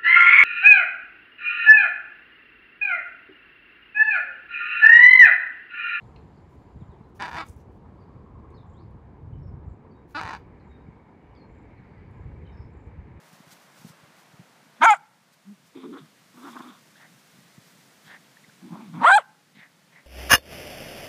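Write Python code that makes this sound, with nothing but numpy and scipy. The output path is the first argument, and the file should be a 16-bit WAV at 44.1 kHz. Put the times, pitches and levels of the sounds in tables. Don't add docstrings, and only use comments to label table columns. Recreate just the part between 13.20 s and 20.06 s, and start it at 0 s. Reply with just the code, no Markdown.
import sys
import numpy as np
from scipy import signal
from scipy.fft import rfft, irfft
from scipy.io import wavfile
from scipy.ndimage import uniform_filter1d, minimum_filter1d

SR = 44100
rng = np.random.default_rng(int(sys.argv[2]) if len(sys.argv) > 2 else 0)


def output_pcm(signal):
    pcm = np.clip(np.atleast_2d(signal).T, -1, 1) * 32767
    wavfile.write(sys.argv[1], SR, np.round(pcm).astype(np.int16))


N = 302526


def from_db(db):
    return 10 ** (np.asarray(db) / 20)


def rms_one(x):
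    return x / np.sqrt(np.mean(x ** 2) + 1e-20)


def at_hz(points, hz):
    point_hz, point_db = np.array(points).T[:2]
    return np.interp(np.log(hz), np.log(point_hz), point_db)


def in_time(rows):
    s, *columns = np.transpose(rows)
    return [np.interp(np.arange(N) / SR, s, c) for c in columns]


def phrases(tables, fade_s):
    rows = np.concatenate(tables)
    t, gate = np.arange(N) / SR, np.zeros(N)
    for table in tables:
        gate[(t >= table[0][0]) & (t <= table[-1][0])] = 1
    bridge = SR // 25
    widened = -minimum_filter1d(-gate, size=bridge)
    gate = minimum_filter1d(widened, size=bridge)
    return uniform_filter1d(gate, size=max(int(fade_s * SR), 1)), in_time(rows)


def per_phrase(tables, constants):
    extended = []
    for table, fixed in zip(tables, constants):
        start, end = table[0][0], table[-1][0]
        extended.append([(*row, *fixed, (row[0] - start) / (end - start)) for row in table])
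    return extended


def drift(rate, size=N):
    r = np.exp(-2 * np.pi * rate / SR)
    settle = SR // 4
    noise = rng.standard_normal(size + settle)
    return rms_one(signal.lfilter([1], [1, -2 * r, r * r], noise)[settle:])


def resonance(x, hz, width_hz):
    r = np.exp(-np.pi * width_hz / SR)
    edge = (1 - r * r) / 2
    return signal.lfilter([edge, 0, -edge], [1, -2 * r * np.cos(2 * np.pi * hz / SR), r * r], x)


def coloured(x, spectrum):
    hz = np.maximum(np.fft.rfftfreq(N, 1 / SR), 1)
    return irfft(rfft(x) * from_db(at_hz(spectrum, hz)), N)


def noise_band(centre, width_hz):
    turn = 2 * np.pi * np.cumsum(centre) / SR
    in_phase = drift(width_hz / 2, size=len(turn)) * np.cos(turn)
    return in_phase + drift(width_hz / 2, size=len(turn)) * np.sin(turn)


def swell(start, rise_s, fall_s, shape):
    ramp = np.interp(np.arange(N) / SR, [start, start + rise_s, start + rise_s + fall_s], [0, 1, 0])
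    return np.sin(np.pi / 2 * ramp) ** (2 * shape)


def throat(phase, pitch, centre, width_hz, noisy):
    tone, power = 0, 0
    for k in range(1, 24):
        gain = 1 / (1 + (2 * (k * pitch - centre) / width_hz) ** 2) ** 1.37
        tone = tone + gain * np.sin(k * phase - .35 * k * k)
        power = power + gain ** 2 / 2
    air = noise_band(centre, width_hz) * (1 + .5 * np.cos(phase))
    noisy = np.clip(noisy, 0, 1)
    return np.sqrt(1 - noisy ** 2) * tone / np.sqrt(power) + noisy * air


def knocks(rows, cycles):
    out = np.zeros(N)
    for s, peak_db, hz in rows:
        t = np.arange(int(cycles / hz * SR)) / SR
        at = int(s * SR)
        envelope = np.sin(np.pi * t / t[-1]) ** 2
        out[at:at + len(t)] += from_db(peak_db) * envelope * np.cos(2 * np.pi * hz * t)
    return out


def hush():
    # f/Hz, relative density/dB
    hush_spectrum = [(24, -65), (40, -37), (91, -13), (154, 1.5), (406, -11.5), (686, -9), (816, -12),
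                     (880, -10), (2050, -12), (2570, -15), (4340, -17.5), (9630, -23.5), (15500, -30)]
    # t/s, level/dB, extra level in the middle range/dB
    hush_level = [(0, -61.5, 8.5), (.8, -58.5, 6), (1.6, -59, 3.5), (2.5, -57.5, -1.6), (3.7, -57, -1.6),
                  (4.5, -56, -1.8), (5.4, -55.5, -3), (6.1, -58, -3), (6.86, -59.5, 0.5)]
    level_db, middle_db = in_time(hush_level)
    air = rms_one(coloured(rng.standard_normal(N), hush_spectrum))
    bass = signal.sosfilt(signal.butter(2, 330, fs=SR, output="sos"), air)
    middle = resonance(air, 490, 1500)
    lumps = (from_db(1.9 * drift(17)) - 1) * bass
    return from_db(level_db) * (air + lumps + (from_db(middle_db) - 1) * middle)


def rustle():
    # t/s, level/dB
    stirring = [(0, -64.5), (.45, -63), (.8, -80), (2.9, -80.5), (3.2, -64), (3.7, -66.5), (4.7, -66.5),
                (5.0, -79.5), (6.86, -83.5)]
    # start t/s, rise t/s, fall t/s, peak level/dB
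    brushes = [(.1, 0.036, 0.05, -69), (.28, 0.05, 0.018, -54.5), (.52, 0.074, 0.16, -60),
               (.62, .08, 0.04, -57.5), (.93, 0.064, .1, -65), (2.11, 0.025, 0.034, -57.5),
               (2.239, .046, .08, -68), (2.41, 0.07, .04, -64), (3.1, 0.19, 0.32, -64),
               (4.4, .08, .06, -65), (4.8, 0.074, .04, -64)]
    # f/Hz, relative density/dB
    grass = [(880, -21.5), (1500, 9), (2730, 3.5), (3150, 4.5), (5400, 6.5), (11700, 0.5), (15000, -0.5)]
    stirring_db, = in_time(stirring)
    level = from_db(stirring_db)
    for s, rise_s, fall_s, db in brushes:
        level = level + from_db(db) * swell(s, rise_s, fall_s, 1.6)
    snaps = rng.standard_normal(N) * from_db(1.8 * rng.exponential(1, N))
    return level * from_db(1.6 * drift(30)) * rms_one(coloured(snaps, grass))


def thuds():
    # t/s, peak level/dB, f/Hz
    contacts = [(0.126, -46.5, 170), (0.199, -41, 207), (0.264, -46.5, 156), (0.32, -48, 171),
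                (0.587, -50, 136), (0.611, -50, 194), (0.643, -34, 184), (0.661, -41, 188),
                (0.694, -41.5, 148), (0.825, -45.5, 130), (1.131, -45, 140), (1.189, -37, 146),
                (1.207, -45, 175), (1.461, -49.5, 199), (4.182, -47, 177.6), (4.209, -58, 153),
                (4.375, -38.5, 162), (4.862, -47, 159), (5.278, -47, 168), (6.35, -50, 199.8),
                (6.365, -43.5, 204), (6.384, -44.5, 184.6)]
    overtone_ratio, overtone_db = 2.06, -14.5
    overtones = [(s, db + overtone_db, hz * overtone_ratio) for s, db, hz in contacts]
    return knocks(contacts, cycles=2.82) + knocks(overtones, cycles=3.8)


def growls():
    # t/s, pitch f/Hz, chest level/dB, mouth level/dB, rasp level at palate and teeth/dB
    growl_phrases = [
        [(1.56, 214.4, -71, -72, -72), (1.59, 211.5, -63, -68, -71), (1.604, 217.6, -38, -72, -74),
         (1.632, 303.4, -32.5, -78, -82), (1.645, 318, -33, -70, -80)],
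        [(2.245, 179.2, -59.5, -67.5, -81), (2.281, 196.9, -37, -68, -86), (2.325, 210, -39, -72, -86),
         (2.349, 175, -52, -73, -79), (2.37, 174.6, -68, -74, -76)],
        [(2.545, 250, -56, -59, -72.5), (2.56, 263, -36.5, -60.5, -62), (2.58, 272, -41.5, -54, -62),
         (2.62, 266, -46, -59, -59), (2.64, 268.9, -36, -47, -60), (2.68, 269.3, -39, -66, -72),
         (2.716, 271.9, -38, -66, -75), (2.74, 271, -39, -47.5, -60), (2.76, 309.4, -39, -44.5, -71),
         (2.786, 309.9, -46.5, -50.5, -50.5), (2.803, 299.8, -49, -59, -60), (2.81, 153.2, -45, -60, -63),
         (2.84, 151.1, -49.5, -67.5, -75), (2.88, 155.7, -72, -64.5, -72)],
        [(3.14, 243.9, -58.5, -66.5, -72), (3.18, 245.5, -47, -53, -71.5), (3.206, 245, -50, -59, -70),
         (3.25, 258.6, -42, -47, -58), (3.264, 267.8, -43, -42.5, -62), (3.29, 268.6, -47, -44, -58),
         (3.31, 232.3, -46, -52, -58), (3.345, 233.2, -50, -51.5, -52), (3.37, 251, -40.5, -36, -67),
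         (3.386, 249, -53, -52.5, -53.5), (3.405, 250.8, -39, -39.5, -75), (3.425, 259.2, -56, -51, -58),
         (3.45, 248.7, -46, -51.5, -65), (3.5, 240.2, -47, -52.5, -61), (3.532, 183.6, -59, -55.5, -69),
         (3.6, 190.1, -73, -67.5, -73)],
        [(5.41, 169.9, -59, -66, -72), (5.432, 177.4, -43.5, -63, -77), (5.474, 231.7, -43.5, -61, -74),
         (5.5, 237, -53, -59, -69), (5.51, 172, -36.5, -57, -76), (5.528, 169, -33, -48.5, -72),
         (5.565, 224.8, -45.5, -47, -69), (5.62, 218.8, -42, -53.5, -68), (5.65, 196.5, -44.5, -58, -68),
         (5.704, 158.9, -39.5, -64, -72), (5.722, 160, -47, -65.5, -76), (5.742, 170.6, -31.5, -46, -68),
         (5.76, 170.7, -34, -50.5, -62), (5.79, 174.1, -32.5, -42.5, -67), (5.811, 177, -39, -33, -77),
         (5.816, 245.4, -29, -56, -70), (5.86, 241, -55, -52, -70)],
    ]
    # mouth f/Hz at start, at end, palate level above the teeth/dB at start, at end,
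    # roughness (0-1), flutter f/Hz
    growl_voice = [(1000, 850, 0, 1.5, .4, 52), (1000, 1000, -3, 1.5, .08, 68),
                   (1000, 1350, 4.5, -26, 0.66, 83), (1117, 1200, -15, 0, .42, 70),
                   (904, 1100, 1, 3.5, .6, 65)]
    # f/Hz, width/Hz
    palate_teeth = [(2300, 400), (3480, 520)]
    mouth_width_hz = 610
    gate, curves = phrases(per_phrase(growl_phrases, growl_voice), fade_s=.008)
    on = gate > 0
    (pitch, chest_db, mouth_db, teeth_db, first_hz, last_hz, palate_db, late_db,
     rough, flutter_hz, progress) = [c[on] for c in curves]
    rough = np.clip(rough, 0, 1)
    phase = 2 * np.pi * np.cumsum(pitch * (1 + 0.14 * rough * drift(59.77)[on])) / SR
    sides = 0
    for step, size in zip((1, -1, 2), (.65, .2, .3)):
        sides = sides + size * noise_band(pitch + step * flutter_hz, 45)
    chest = np.sin(phase) + 0.05 * np.sin(2 * phase) + rough * sides
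    mouth_hz = first_hz + progress * (last_hz - first_hz)
    mouth = throat(phase, pitch, mouth_hz, mouth_width_hz, 0.94)
    rasp_levels_db = (teeth_db + palate_db + progress * (late_db - palate_db), teeth_db)
    teeth = 0
    for db, (hz, width) in zip(rasp_levels_db, palate_teeth):
        ring = throat(phase, pitch, np.full(len(pitch), hz), width, 0.93)
        teeth = teeth + from_db(db + 2.0 * drift(7.2)[on]) * ring
    upper = from_db(1.5 * drift(50)[on]) * (from_db(mouth_db) * mouth + teeth)
    out = np.zeros(N)
    out[on] = from_db(chest_db) * rms_one(chest) + upper
    return signal.sosfilt(signal.butter(2, 120, "high", fs=SR, output="sos"), gate * out)


def wolf_tone(fold_pitch):
    # t/s, f/Hz, level of its own tone/dB
    second_vibration = [(5.868, 1012, -36), (5.9, 1030, -7.5), (5.914, 1030, -16.5), (5.918, 1012, -30)]
    gate, (hz, level_db) = phrases([second_vibration], fade_s=0.0062)
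    turn = 2 * np.pi * np.cumsum(hz * (1 + 0.067 * drift(110))) / SR
    folds = 2 * np.pi * np.cumsum(fold_pitch) / SR
    tone = np.sin(turn) + 0.17 * np.sin(turn + folds) + .06 * np.sin(turn + 2 * folds)
    return np.sqrt(2) * gate * from_db(level_db) * tone


def barks():
    # second resonance level/dB, upper resonances level/dB, hiss level/dB
    bark_phrases = [
        [(1.606, 303.2, 1.28, -48.5, -1.5, -17, -30.5), (1.62, 317.7, 0.97, -19, 2, -11.5, -34),
         (1.626, 302, 0.96, -12.5, -6, -11, -34), (1.634, 318.6, 1.086, -11, -0.5, -8, -26.5),
         (1.644, 349.8, 0.97, -10.5, 0, -10.5, -22), (1.657, 381.8, 1.11, -8, 5.5, -5.5, -18.5),
         (1.661, 455, 1.01, -2.5, -0.5, -20, -32.5), (1.68, 455.2, 1, -6.5, 1.5, -7, -34),
         (1.7, 433.4, 0.95, -5.5, -3.5, -9.5, -37), (1.706, 421.1, 1, -6.5, -12, -9, -27),
         (1.716, 415.6, 1.06, -5.5, -26.5, -17, -29), (1.731, 410.8, 1.05, -10, -18.5, -11.5, -31),
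         (1.738, 385.6, 1.04, -15, -2, -19, -35.5), (1.744, 325.6, 0.89, -27.5, 0, -3, -19.5),
         (1.775, 189.9, 1.02, -50.5, 5, -4.5, -8)],
        [(5.812, 298.3, 0.54, -38.5, 6, -2.5, -30.5), (5.83, 371.6, 0.64, -35, 11.5, -7.5, -37),
         (5.84, 458.1, 0.64, -28.5, 10.5, 0, -24), (5.85, 485.8, 0.59, -26.5, 17.5, -2.5, -20),
         (5.862, 598.2, .73, -21.5, 12, -3, -23), (5.876, 678, .88, -15, 8, -7.5, -23.5),
         (5.894, 724.7, 0.77, -15.5, 8.5, -20.5, -24), (5.912, 793, .98, -12.5, 4.5, -20, -26),
         (5.916, 756, .98, -14, 9, -19.5, -23.5), (5.934, 804, 1.01, -10, 0, -17, -29),
         (5.952, 803, 1.04, -9, -4, -15, -21.5), (5.957, 851.8, 1.04, -7.5, -15.5, -25.5, -29.5),
         (5.97, 861, 1.1, -7.5, -23.5, -29.5, -27.5), (5.979, 812.5, 0.89, -12.5, -6, -15.5, -34),
         (5.984, 706, 0.84, -16, 3.5, -24.5, -29.5), (5.99, 580.8, .8, -22, -5, -21, -29),
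         (6.025, 258.9, 0.64, -50, -9, -4.5, -19.5)],
    ]
    # f/Hz, low to high
    throat_hz = [(862, 1390, 2200, 3200, 5100), (773, 1560, 2350, 3600, 4900)]
    # fourth resonance level above the third/dB at start, middle, end;
    # fifth resonance level above the third/dB; hiss centre f/Hz at start, at end
    bark_top = [(-4.5, -14.5, -12, -24.5, 6200, 7600), (-23, 1, -2, -25.5, 8200, 7900)]
    # width/Hz, reach of hoarseness (factor), exponent on mouth size
    throat_shape = [(260, 1, 0.97), (296, 1.6, 1.0), (381, 2, 0.53), (705, 4.4, .6), (600, 2.4, 0.34)]
    # t/s, amount (0 clear, 1 and above rasping)
    hoarseness = [(1.606, .6), (1.625, .24), (1.645, .15), (1.659, .3), (1.668, .06), (1.735, .06),
                  (1.745, .25), (1.775, .4), (5.812, 1.6), (5.838, 1.2), (5.848, .45), (5.858, .14),
                  (5.88, .08), (5.895, .25), (5.912, .22), (5.925, .05), (5.975, .05), (6.0, .3)]
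    throat_low_hz, dip_hz, dip_sharpness = 637.2, 5130, 9.5
    rasp_db = -23.5
    hiss_width_hz, hiss_noisy, air_db = 900, .55, -4

    gate, curves = phrases(per_phrase(bark_phrases, np.hstack([throat_hz, bark_top])), fade_s=0.0067)
    on = gate > 0
    (pitch, size, level_db, second_db, upper_db, hiss_db, *rest_hz, early_db, middle_db, late_db,
     fifth_db, first_hz, last_hz, progress, hoarse) = [c[on] for c in curves + in_time(hoarseness)]
    fourth_db = middle_db + (early_db - middle_db) * np.maximum(1 - progress / .4, 0)
    fourth_db = fourth_db + (late_db - middle_db) * np.maximum(progress / .5 - 1, 0)
    relative_db = [0 * second_db, second_db, upper_db, upper_db + fourth_db, upper_db + fifth_db]
    levels_db = level_db + np.array(relative_db)

    phase = 2 * np.pi * np.cumsum(pitch * (1 + 0.049 * hoarse * drift(180)[on])) / SR
    voice = 0
    for hz, db, (width, reach, follows) in zip(rest_hz, levels_db, throat_shape):
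        ring = throat(phase, pitch, size ** follows * hz, width, reach * hoarse + .01)
        voice = voice + from_db(db) * ring
    voice = signal.sosfilt(signal.butter(5, throat_low_hz, "high", fs=SR, output="sos"), voice)

    rasp_filter = signal.butter(3, [900, 3900], "band", fs=SR, output="sos")
    rasp = signal.sosfilt(rasp_filter, rng.standard_normal(len(phase)))
    loudness = np.sqrt(sum(from_db(2 * db) for db in levels_db))
    voice = voice + from_db(rasp_db) * np.sqrt(hoarse) * loudness * rms_one(rasp)

    jet = rng.standard_normal(len(phase)) * (1 + np.cos(phase))
    jet = signal.sosfilt(signal.butter(3, [6460, 10500], "band", fs=SR, output="sos"), jet)
    hiss_hz = first_hz + progress * (last_hz - first_hz)
    hiss = throat(phase, pitch, hiss_hz, hiss_width_hz, hiss_noisy + hoarse)
    hiss = hiss + from_db(air_db) * rms_one(jet)

    out = np.zeros(N)
    out[on] = voice + from_db(level_db + hiss_db + 2.8 * drift(60)[on]) * rms_one(hiss)
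    out = signal.lfilter(*signal.iirnotch(dip_hz, dip_sharpness, fs=SR), out + 1e-18)
    return gate * out + wolf_tone(curves[0])


def huffs():
    # start t/s, rise t/s, fall t/s, peak level/dB, main centre f/Hz at start, at end,
    # low side and high side level above the main/dB
    breaths = [(3.75, .072, 0.074, -54.5, 1743, 1853, -6.5, -8),
               (4.84, .1, 0.057, -48.5, 1610, 1907, -8.5, -9),
               (6.33, .1, 0.0596, -48.5, 2120, 1840, -15, -11.5),
               (6.71, 0.051, 0.074, -53.5, 1980, 2024, -12, -17)]
    # f/Hz, width/Hz
    side_resonances = [(830, 530), (3450, 1700)]
    roundness = 0.6
    early_share = 0.4
    low, high = [noise_band(np.full(N, hz), width) for hz, width in side_resonances]
    out = 0
    for s, rise_s, fall_s, db, first_hz, last_hz, low_db, high_db in breaths:
        centre = np.interp(np.arange(N) / SR, [s, s + rise_s + fall_s], [first_hz, last_hz])
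        main = swell(s, rise_s, fall_s, roundness) * (noise_band(centre, 575) + from_db(low_db) * low)
        early = swell(s, early_share * rise_s, rise_s, roundness) * high
        out = out + from_db(db) * (main + from_db(high_db) * early)
    return from_db(2.0 * drift(48.6)) * out


def clicks():
    # t/s, peak level/dB, f/Hz
    click_events = [(3.755, -48, 1620), (5.1684, -43, 1780), (5.239, -47.5, 1960), (5.2446, -45.5, 2013),
                    (5.2945, -46.5, 1570)]
    return knocks(click_events, cycles=11.4)


def surroundings(x):
    # delay t/s, level/dB
    echoes = [(.14, -50), (.225, -65.5)]
    tail_db, t60_s, cut_hz = -47, .55, 1800
    t = np.arange(SR) / SR
    response = rng.standard_normal(SR) * from_db(-60 * t / t60_s) * (t > .015)
    response = signal.sosfilt(signal.butter(2, cut_hz, fs=SR, output="sos"), response)
    response = from_db(tail_db) * response / np.linalg.norm(response)
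    walls = np.zeros(SR)
    for delay_s, db in echoes:
        walls[int(delay_s * SR)] = from_db(db)
    response = response + signal.sosfilt(signal.butter(1, cut_hz, fs=SR, output="sos"), walls)
    return signal.fftconvolve(x, response)[:N]


def scene():
    dogs = barks() + growls() + huffs() + clicks()
    return (dogs + surroundings(dogs) + thuds() + rustle() + hush())[None]


def record(dry):
    bass_cut_hz, top_cut_hz, ceiling = 110, 15400, .72
    duck_from_db, duck_slope, recovery_db_per_s = -15, 0.37, 4
    dry = signal.sosfilt(signal.butter(3, bass_cut_hz, "high", fs=SR, output="sos"), dry)
    ramp = recovery_db_per_s * np.arange(N) / SR
    level_db = 10 * np.log10(uniform_filter1d(dry[0] ** 2, size=SR // 50) + 1e-12)
    cut_db = duck_slope * np.maximum(level_db - duck_from_db, 0)
    ducked = dry * from_db(ramp - np.maximum.accumulate(cut_db + ramp))
    window = SR // 150
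    peak = -minimum_filter1d(-np.abs(ducked), size=window)
    limited = ducked * uniform_filter1d(ceiling / np.maximum(peak, ceiling), size=window)
    return signal.sosfilt(signal.ellip(10, .5, 70, top_cut_hz, fs=SR, output="sos"), limited)


dry = scene()
out = record(dry)
output_pcm(out)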